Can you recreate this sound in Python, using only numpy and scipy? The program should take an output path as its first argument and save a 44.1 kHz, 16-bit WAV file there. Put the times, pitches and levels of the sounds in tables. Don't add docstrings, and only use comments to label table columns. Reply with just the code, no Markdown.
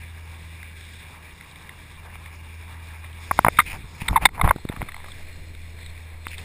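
import sys
import numpy as np
from scipy import signal
from scipy.fft import rfft, irfft
from scipy.io import wavfile

SR = 44100
rng = np.random.default_rng(int(sys.argv[2]) if len(sys.argv) > 2 else 0)


def elevation(decibels):
    levels = np.asarray(decibels, float)
    return 10 ** (levels / 20)


def materialize(psi):
    bounded = np.clip(np.atleast_2d(psi).T, -1, 1)
    quanta = np.round(bounded * 32767).astype(np.int16)
    wavfile.write(sys.argv[1], SR, quanta)


N = 284004

# start_s, level_db
GUSTS = [(0.0, -67), (1.6, -69), (2.1, -61), (3.2, -66), (3.62, -54), (4.05, -55), (4.3, -42), (4.6, -46),
         (5.4, -44), (6.0, -45), (6.44, -49)]

# multiple_of_firing, level_db
OVERTONES = [
    (1.5, -68),
    (2, -58),
]
# freq_hz, density_db
RUMBLE_SPECTRUM = [(8.8, -24), (15, 0), (27, -0.5), (59, 3), (81, -5), (168, -8), (216, -15.5),
                   (400, -18.5), (520, -23.5), (880, -120)]
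# start_s, length_s, level_db
SLAMS = [
    (1.95, 0.21, -59),
    (2.63, 0.08, -62),
    (3.45, 0.34, -46),
    (4.14, 0.024, -37),
    (4.44, .04, -36),
    (5.38, 0.15, -52),
]
FIRING_HZ, FIRST_ENGINE_DB, SECOND_ENGINE_DB, BEAT_S, IN_STEP_S = 81.6, -44, -48, 3.08, 3.03
SLAM_RISE_S, SLAM_FALL_S, RUMBLE_REST_DB = 0.42, 0.29, -54

# freq_hz, width_hz, astern_db, ahead_db
CASE_MODES = [
    [(443, 430, -13, -6.5), (1647, 170, -4.5, -8.5), (1976, 380, -2, -1), (2331, 263, 1.5, 0.5),
     (2786, 150, -8.5, -10.5)],
    [(962, 380, -1, -3)],
    [(3566, 500, 2, 3), (4170, 230, -14, -1.5)],
    [(5250, 900, 13, 11.5)],
]
# freq_hz, density_db
LEAK_SPECTRUM = [(59, -22.5), (100, -1.5), (212, -12), (536, -20), (1470, -25.5), (2260, -26), (3650, -32),
                 (6000, -26), (7800, -60), (13200, -120)]
# time_s, ahead_share (0 astern, 1 ahead)
HEADING = [
    (3.1, 0),
    (4.3, 1),
]
# time_s, level_db
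FOAM = [(0.0, -49), (0.72, -49), (1.5, -48.5), (2.13, -50), (2.85, -50.5), (3.19, -49), (3.45, -43.5),
        (3.6, -48.5), (4.02, -52), (4.16, -56), (4.3, -56), (4.61, -51.5), (4.88, -49.5), (5.25, -48.5),
        (5.6, -52), (5.85, -49), (6.2, -51), (6.44, -46.5)]
# start_s, length_s, level_db
WAVES = [(0.1, 0.28, -56), (1.12, 0.51, -51), (2.0, 0.28, -51), (2.65, 0.73, -51.5), (4.0, 0.29, -47.5),
         (4.72, 0.3, -55), (5.82, 0.066, -65), (6.12, 0.069, -53)]
# start_s, length_s, spray_db, mist_db
SPLASHES = [(.75, 0.29, -63.5, -95), (3.22, 0.4, -65, -64), (3.62, 0.13, -71, -68.5),
            (3.92, 0.21, -72, -65.5), (4.86, 0.26, -75, -89), (5.8, 0.068, -59, -86),
            (6.26, 0.13, -63, -69)]
LEAK_RE_FOAM_DB = -4
WAVE_RISE_S, WAVE_FALL_S, HOLLOW_REST_DB = 0.45, 0.48, -57
SPLASH_RISE_S, SPLASH_FALL_S = 0.11, 0.13
SPRAY_REST_DB, MIST_REST_DB, FOAM_MEAN_DB = -58, -72.5, -52
SPRAY_DB_PER_FOAM_DB, MIST_DB_PER_FOAM_DB = 0.77, 0.4

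# start_s, lid_db, latch_db
SPECKS = [(0.629, -30, -41), (0.809, -37, -42), (0.92, -58, -41), (1.409, -31, -39.5), (1.512, -51, -40),
          (1.558, -34.5, -39), (1.692, -27, -40), (2.259, -32, -47), (2.679, -38, -43), (3.044, -31.5, -45),
          (3.129, -53, -39), (4.35, -39, -55), (4.919, -28, -39), (5.118, -37, -31.5), (5.549, -41, -39),
          (5.787, -39, -51), (5.829, -37, -42), (5.861, -37, -33.5), (5.976, -38, -44), (6.282, -49, -33),
          (6.331, -29, -50), (6.381, -38, -25.5)]
# start_s, peak_db, wall_hz, lid_re_wall_db
DRIPS = [(4.016, -29, 900, -6), (4.108, -33, 1020, -10), (2.154, -33, 1030, -0.5), (4.288, -33.5, 915, 6),
         (4.583, -37, 894, -17), (4.724, -33, 1042, 1), (4.943, -31.5, 1130, 4.5), (4.964, -32, 1090, -2),
         (4.979, -38, 940, -14), (5.001, -40.5, 835, 5), (5.042, -34, 1200, -6), (5.059, -38, 1160, -15),
         (5.083, -35, 1190, -2), (4.65, -33, 1220, -20), (4.773, -42, 1100, -2), (4.826, -31, 1090, -4),
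         (4.561, -32.5, 1110, -10), (4.698, -33, 1100, -10)]
SPECK_WALL_DB, SPECK_WALL_HZ, SPECK_CONTACT_MS = -63, 1010, 2.67
DRIP_LATCH_RE_WALL_DB, DRIP_CONTACT_MS = -8, 2.7

# start_s, length_s, wall_db, lid_db
GRIP = [(2.058, 0.023, -45, -62), (3.664, 0.049, -51, -35.5), (3.735, 0.022, -39.5, -42),
        (4.012, 0.0069, -47, -33), (4.062, .006, -47, -44), (4.095, .004, -32, -61),
        (4.133, 0.02, -38, -42), (4.217, 0.025, -36, -37.5), (4.353, 0.0043, -46, -40.5),
        (4.38, 0.013, -38.5, -65), (4.443, 0.059, -26, -37), (4.72, .008, -42.5, -47),
        (4.765, 0.0052, -42.5, -59), (6.309, 0.044, -83, -42.5), (6.385, 0.0079, -50, -42)]
# start_s, length_s, level_db
HEAVE = [(4.022, .006, -33), (4.104, 0.029, -21), (4.222, .035, -23.5), (4.445, .015, -10),
         (4.8, 0.035, -28), (3.735, .03, -33.5)]
GRIP_RISE_S, GRIP_FALL_S, GRIP_LATCH_RE_LID_DB = 0.035, 0.055, -11
HEAVE_RISE_S, HEAVE_FALL_S = 0.04, 0.1

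# start_s, peak_db, push_ms, swing_back_ms
THUMPS = [(3.312, -22.5, 0.79, 3.9), (3.392, -8.5, 0.4, 5), (3.447, -14, 0.95, 3.5), (3.464, -15, 2, 2.7),
          (3.483, -12.5, 0.66, 3.1), (3.589, -20.5, 1.3, 2.1), (3.842, -26, 2, 7.7),
          (4.018, -22.5, 2.4, 3.2), (4.11, -13, 1.5, 7), (4.133, -38, 1.7, 8.3), (4.436, -11.5, 1.4, 9.6),
          (4.448, -10, 2.7, 12), (4.475, -31, 0.68, 6.0), (4.499, -11.5, 3.1, 8.4),
          (4.561, -16.5, 0.57, 6.2), (4.652, -16, 0.7, 5.5), (4.698, -14.5, 0.67, 5.2),
          (4.74, -27.5, 1, 7.5), (4.772, -26.5, 1, 4.5), (4.81, -23, 0.18, 4.5), (4.827, -21, 0.91, 5.9),
          (6.268, -26.5, 0.34, 3.4)]
PUSH_ROUNDNESS, LET_GO_SPEED = 1.6, 0.78

# start_s, peak_db, start_hz, end_hz, fade_ms, octave_db
SQUEAKS = [
    (4.1585, -3.5, 1197, 765, 5.7, -17),
]

# start_s, peak_db, wall_hz, lid_re_wall_db, contact_ms
TAPS = [(3.311, -6, 1166, -12.5, 4.6), (3.39, 1.5, 1230, -14.5, 1.8), (3.447, -1.5, 1170, -8, 3.25),
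        (3.465, -7, 1190, -10, 6.2), (3.483, -2.5, 1210, -4, 2.7), (4.13, -18, 970, -24, 1.8),
        (4.476, -5.5, 1000, -11, 0.57), (4.509, 0.5, 1170, -12.5, 4.2), (4.817, -18.5, 1020, -0.5, 0.61),
        (6.268, -23.5, 1110, 6, 1.3)]
# start_s, peak_db, wall_hz, lid_re_wall_db, contact_ms
SCUFFS = [(4.014, -35, 850, -12, 7.0), (4.081, -23, 970, 11.5, 5.6), (4.253, -0.5, 940, 5.5, 6.6),
          (4.394, -18, 770, -12, 8.5), (4.412, -8.5, 1050, -3, 3.17), (4.443, -16, 940, -7.5, 8.5),
          (4.486, -13, 980, -6.5, 5.8), (4.687, -34.5, 830, 9.5, 5.9), (4.762, -26.5, 1120, -3.5, 3.2),
          (4.884, -32.5, 1130, 5.5, 11),
          (3.375, -39.5, 1080, 7.5, 14), (3.568, -44.5, 1220, 16, 11), (3.5863, -1.5, 1225, -5, 9.3),
         (3.597, -9.5, 1190, 2.5, 8.1), (3.61, -24.5, 1320, -1.5, 10.4), (4.086, -21, 880, 2.5, 1.9),
         (4.170, -10, 920, -10, 9.7), (4.265, -38, 894, 18, 3.8), (4.493, -24.5, 935, 7.5, 1.7),
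         (6.253, -56, 1095, 17.5, 4.5), (4.160, -22.5, 1000, 6.5, 12)]
TAP_T60_S, TAP_UNDER_DB, SCUFF_T60_S = 0.009, -5, 0.013
TAP_LATCH_DB = -51
SCUFF_LATCH_DB, LATCH_DB_PER_LID_DB = -10.5, 1.54

HOLD_HZ, BAND_HZ, CUTOFF_HZ = 12000, 5500, 15300


def rms_one(x):
    return x / np.sqrt(np.mean(x ** 2) + 1e-20)


def in_time(rows, outside=None):
    time_s, *columns = np.transpose(rows)
    return [np.interp(np.arange(N) / SR, time_s, c, outside, outside) for c in columns]


def drift(rate_hz):
    knots = rng.standard_normal(int(N / SR * 60) + 3)
    return np.interp(np.arange(N) / SR * min(rate_hz, 60), np.arange(len(knots)), knots)


def coloured(spectrum):
    hz = np.maximum(np.arange(N // 2 + 1) * SR / N, 1)
    points_hz, points_db = np.array(spectrum).T
    shape_db = np.interp(np.log(hz), np.log(points_hz), points_db)
    return rms_one(irfft(rfft(rng.standard_normal(N)) * elevation(shape_db), N))


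def resonance(x, hz, width_hz):
    r = np.exp(-np.pi * width_hz / SR)
    poles = [1, -2 * r * np.cos(2 * np.pi * hz / SR), r * r]
    return signal.lfilter([(1 - r * r) / 2, 0, (r * r - 1) / 2], poles, x)


def band(x, low_hz, high_hz):
    return signal.sosfilt(signal.butter(3, [low_hz, high_hz], "band", fs=SR, output="sos"), x)


def swells(rows, rise_s, fall_s):
    out = 0
    for s, length_s, *levels_db in rows:
        corners = [(s - rise_s, -40), (s, 0), (s + length_s, 0), (s + length_s + fall_s, -40)]
        shape_db, = in_time(corners, outside=-120)
        out = out + elevation(np.add.outer(levels_db, shape_db))
    return out


def fizz(per_s, spread_db, share):
    sizes = elevation(spread_db * np.minimum(rng.exponential(1, N), 4)) * rng.choice([-1, 1], N)
    pops = rms_one(sizes * (rng.random(N) < per_s / SR))
    return rng.standard_normal(N) + share * pops


def wind():
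    level_db = in_time(GUSTS)[0] + 0.8
    return elevation(level_db) * coloured([(3, -10), (11, 0), (22, -9), (35, -30), (70, -70)])


def engine():
    phase = 2 * np.pi * np.cumsum(FIRING_HZ + 0.51 * drift(5.1)) / SR
    lead = np.pi * (np.arange(N) / SR - IN_STEP_S) / BEAT_S
    first = elevation(FIRST_ENGINE_DB) * np.sin(phase - lead)
    second = elevation(SECOND_ENGINE_DB) * np.sin(phase + lead)
    overtones = sum(elevation(db + 1.1 * drift(9.8)) * np.sin(k * phase) for k, db in OVERTONES)
    rumble_gain = elevation(RUMBLE_REST_DB + 1.5 * drift(12)) + swells(SLAMS, SLAM_RISE_S, SLAM_FALL_S)[0]
    rumble = elevation(2.0) * rumble_gain * coloured(RUMBLE_SPECTRUM)
    return np.sqrt(2) * (first + second) + overtones + rumble


def sea_gains():
    foam_db, = in_time(FOAM)
    swing_db = foam_db - FOAM_MEAN_DB
    hollow = elevation(HOLLOW_REST_DB) + swells(WAVES, WAVE_RISE_S, WAVE_FALL_S)[0]
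    spray, mist = swells(SPLASHES, SPLASH_RISE_S, SPLASH_FALL_S)
    spray = spray + elevation(SPRAY_REST_DB + SPRAY_DB_PER_FOAM_DB * swing_db)
    mist = mist + elevation(MIST_REST_DB + MIST_DB_PER_FOAM_DB * swing_db)
    return [elevation(foam_db), hollow, spray, mist]


def wake():
    gains = sea_gains()
    ahead, = in_time(HEADING)
    swell_db_free = 0.65 * drift(23) + 1.1 * drift(40)
    out = elevation(LEAK_RE_FOAM_DB) * gains[0] * coloured(LEAK_SPECTRUM)
    for gain, group in zip(gains, CASE_MODES):
        for hz, width_hz, astern_db, ahead_db in group:
            bubbles = fizz(per_s=900, spread_db=8.0, share=0.48)
            ringing = resonance(resonance(bubbles, hz, width_hz * 1.36), hz, width_hz * 1.36)
            level_db = astern_db + ahead * (ahead_db - astern_db) - 4.5
            out = out + gain * elevation(level_db + 2.2 * drift(20)) * rms_one(ringing)
    return elevation(swell_db_free) * out


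def blows(rows, grit, t60_s, under_db, over_db, kick, rise_ms, floor_hz):
    out, t = np.zeros(N + 4096), np.arange(2048) / SR
    for s, peak_db, wall_hz, lid_db, latch_db, contact_ms in rows:
        chance, noise = rng.random(8), rng.standard_normal(2048)
        fade = np.exp(-(t * 1000 / max(contact_ms, 0.3)) ** 3)
        contact = noise * grit * fade * (1 - np.exp(-t * 1000 / rise_ms))
        contact[0] = kick
        wall = [(wall_hz, 0), (wall_hz * 0.86, under_db), (wall_hz * 1.155, over_db)]
        lid = [(2126, 43), (1870, -31), (2217, 0)]
        latch = [(3620, 64), (4300, -57)]
        parts = [(wall, 0, floor_hz, 2000), (lid, lid_db, 1400, 2900), (latch, latch_db, 3000, 5400)]
        at = round(s * SR)
        for modes, part_db, low_hz, high_hz in parts:
            ring = sum(elevation(db - 60 * t / t60_s) * np.sin(2 * np.pi * hz * t) * (0.5 + chance[j])
                       for j, (hz, db) in enumerate(modes))
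            struck = band(np.convolve(contact, ring)[:2048], low_hz, high_hz)
            out[at:at + 2048] += elevation(peak_db + part_db) * struck / np.abs(struck).max()
    return out[:N]


def drops():
    specks = [(s, SPECK_WALL_DB, SPECK_WALL_HZ, lid_db - SPECK_WALL_DB, latch_db - SPECK_WALL_DB,
               SPECK_CONTACT_MS) for s, lid_db, latch_db in SPECKS]
    drips = [(s, db, hz, lid_db, DRIP_LATCH_RE_WALL_DB, DRIP_CONTACT_MS) for s, db, hz, lid_db in DRIPS]
    return blows(specks + drips, grit=0.92, t60_s=0.0076, under_db=-41, over_db=-16,
                 kick=2.5, rise_ms=0.4, floor_hz=640)


def grip():
    slips = fizz(per_s=400, spread_db=4, share=0.9) * elevation(2.5 * drift(55))
    wall = rms_one(band(resonance(slips, 866, 380), 340, 2100))
    lid = rms_one(resonance(band(slips, 1700, 3200), 2410, 390))
    latch = rms_one(band(slips, 2040, 7800))
    heave_noise = coloured([(20, 6), (55, 7.0), (90, -1.5), (180, -9), (400, -18), (1000, -57)])
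    heave = swells(HEAVE, HEAVE_RISE_S, HEAVE_FALL_S)[0] * elevation(-2.5) * heave_noise
    on_wall, on_lid = swells(GRIP, GRIP_RISE_S, GRIP_FALL_S)
    return heave + on_wall * wall + on_lid * (lid + elevation(GRIP_LATCH_RE_LID_DB) * latch)


def thumps():
    out, ms = np.zeros(N + 1024), np.arange(1024) / SR * 1000
    for s, peak_db, push_ms, back_ms in THUMPS:
        since_ms = ms - 2 * push_ms
        speed = np.where(since_ms > 0, LET_GO_SPEED, 1)
        push = np.exp(-np.abs(since_ms / push_ms * speed) ** PUSH_ROUNDNESS)
        back = (since_ms > 0) * (1 - push) * np.exp(-(since_ms / back_ms) ** 2)
        at = round((s - push_ms / 1000) * SR)
        out[at:at + 1024] += elevation(peak_db) * (push - back * push.sum() / back.sum())
    return out[:N]


def squeaks():
    out, ms = np.zeros(N), np.arange(1500) / SR * 1000
    for s, peak_db, start_hz, end_hz, fade_ms, octave_db in SQUEAKS:
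        pitch_hz = end_hz + (start_hz - end_hz) * np.exp(-ms / 7.0)
        phase = 2 * np.pi * np.cumsum(pitch_hz) / SR
        shape = ms / fade_ms * np.exp(1 - ms / fade_ms * 1.71) * 1.42
        tone = np.sin(phase) + elevation(octave_db) * np.sin(2 * phase)
        at = round(s * SR)
        out[at:at + 1500] += elevation(peak_db) * shape * tone
    return out


def hands():
    taps = [(s, db, hz, lid_db, TAP_LATCH_DB - db, ms) for s, db, hz, lid_db, ms in TAPS]
    scuffs = [(s, db, hz, lid_db, SCUFF_LATCH_DB + LATCH_DB_PER_LID_DB * lid_db, ms)
              for s, db, hz, lid_db, ms in SCUFFS]
    tapping = blows(taps, grit=0.49, t60_s=TAP_T60_S, under_db=TAP_UNDER_DB, over_db=-45.0,
                    kick=4.0, rise_ms=0.21, floor_hz=526)
    scuffing = blows(scuffs, grit=1.8, t60_s=SCUFF_T60_S, under_db=-43.0, over_db=-24.0,
                     kick=2.2, rise_ms=1.1, floor_hz=723)
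    return tapping + scuffing


def scene():
    background = wind() + engine() + wake() + drops()
    handling = grip() + thumps() + squeaks() + hands()
    return (background + handling)[None]


def gain_control(x, above_db, share, memory_s):
    r = np.exp(-1 / (memory_s * SR))
    power = signal.lfilter([(1 - r) ** 2], [1, -2 * r, r * r], x ** 2)
    level_db = 10 * np.log10(power + 1e-12)
    return x * elevation(-share * np.maximum(level_db - above_db, 0))


def top_cut(x):
    return signal.sosfilt(signal.butter(12, 15740, fs=SR, output="sos"), x)


def record(dry):
    levelled = gain_control(dry, above_db=-18, share=0.57, memory_s=0.021)
    clipped = np.clip(levelled, -0.97, 0.97)
    narrow = signal.sosfilt(signal.butter(8, BAND_HZ, fs=SR, output="sos"), clipped)
    sampled = signal.resample_poly(narrow, HOLD_HZ // 300, SR // 300, axis=1)
    steps = np.repeat(sampled, 4, axis=1)
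    held = signal.resample_poly(steps, 147, 160, axis=1)[:, 6:N + 6]
    held = np.pad(held, [(0, 0), (0, N - held.shape[1])])
    low_pass = signal.cheby2(10, 30, CUTOFF_HZ + 250, fs=SR, output="sos")
    mix = signal.sosfiltfilt(low_pass, held)
    return top_cut(mix)


dry = scene()
out = record(dry)
materialize(out)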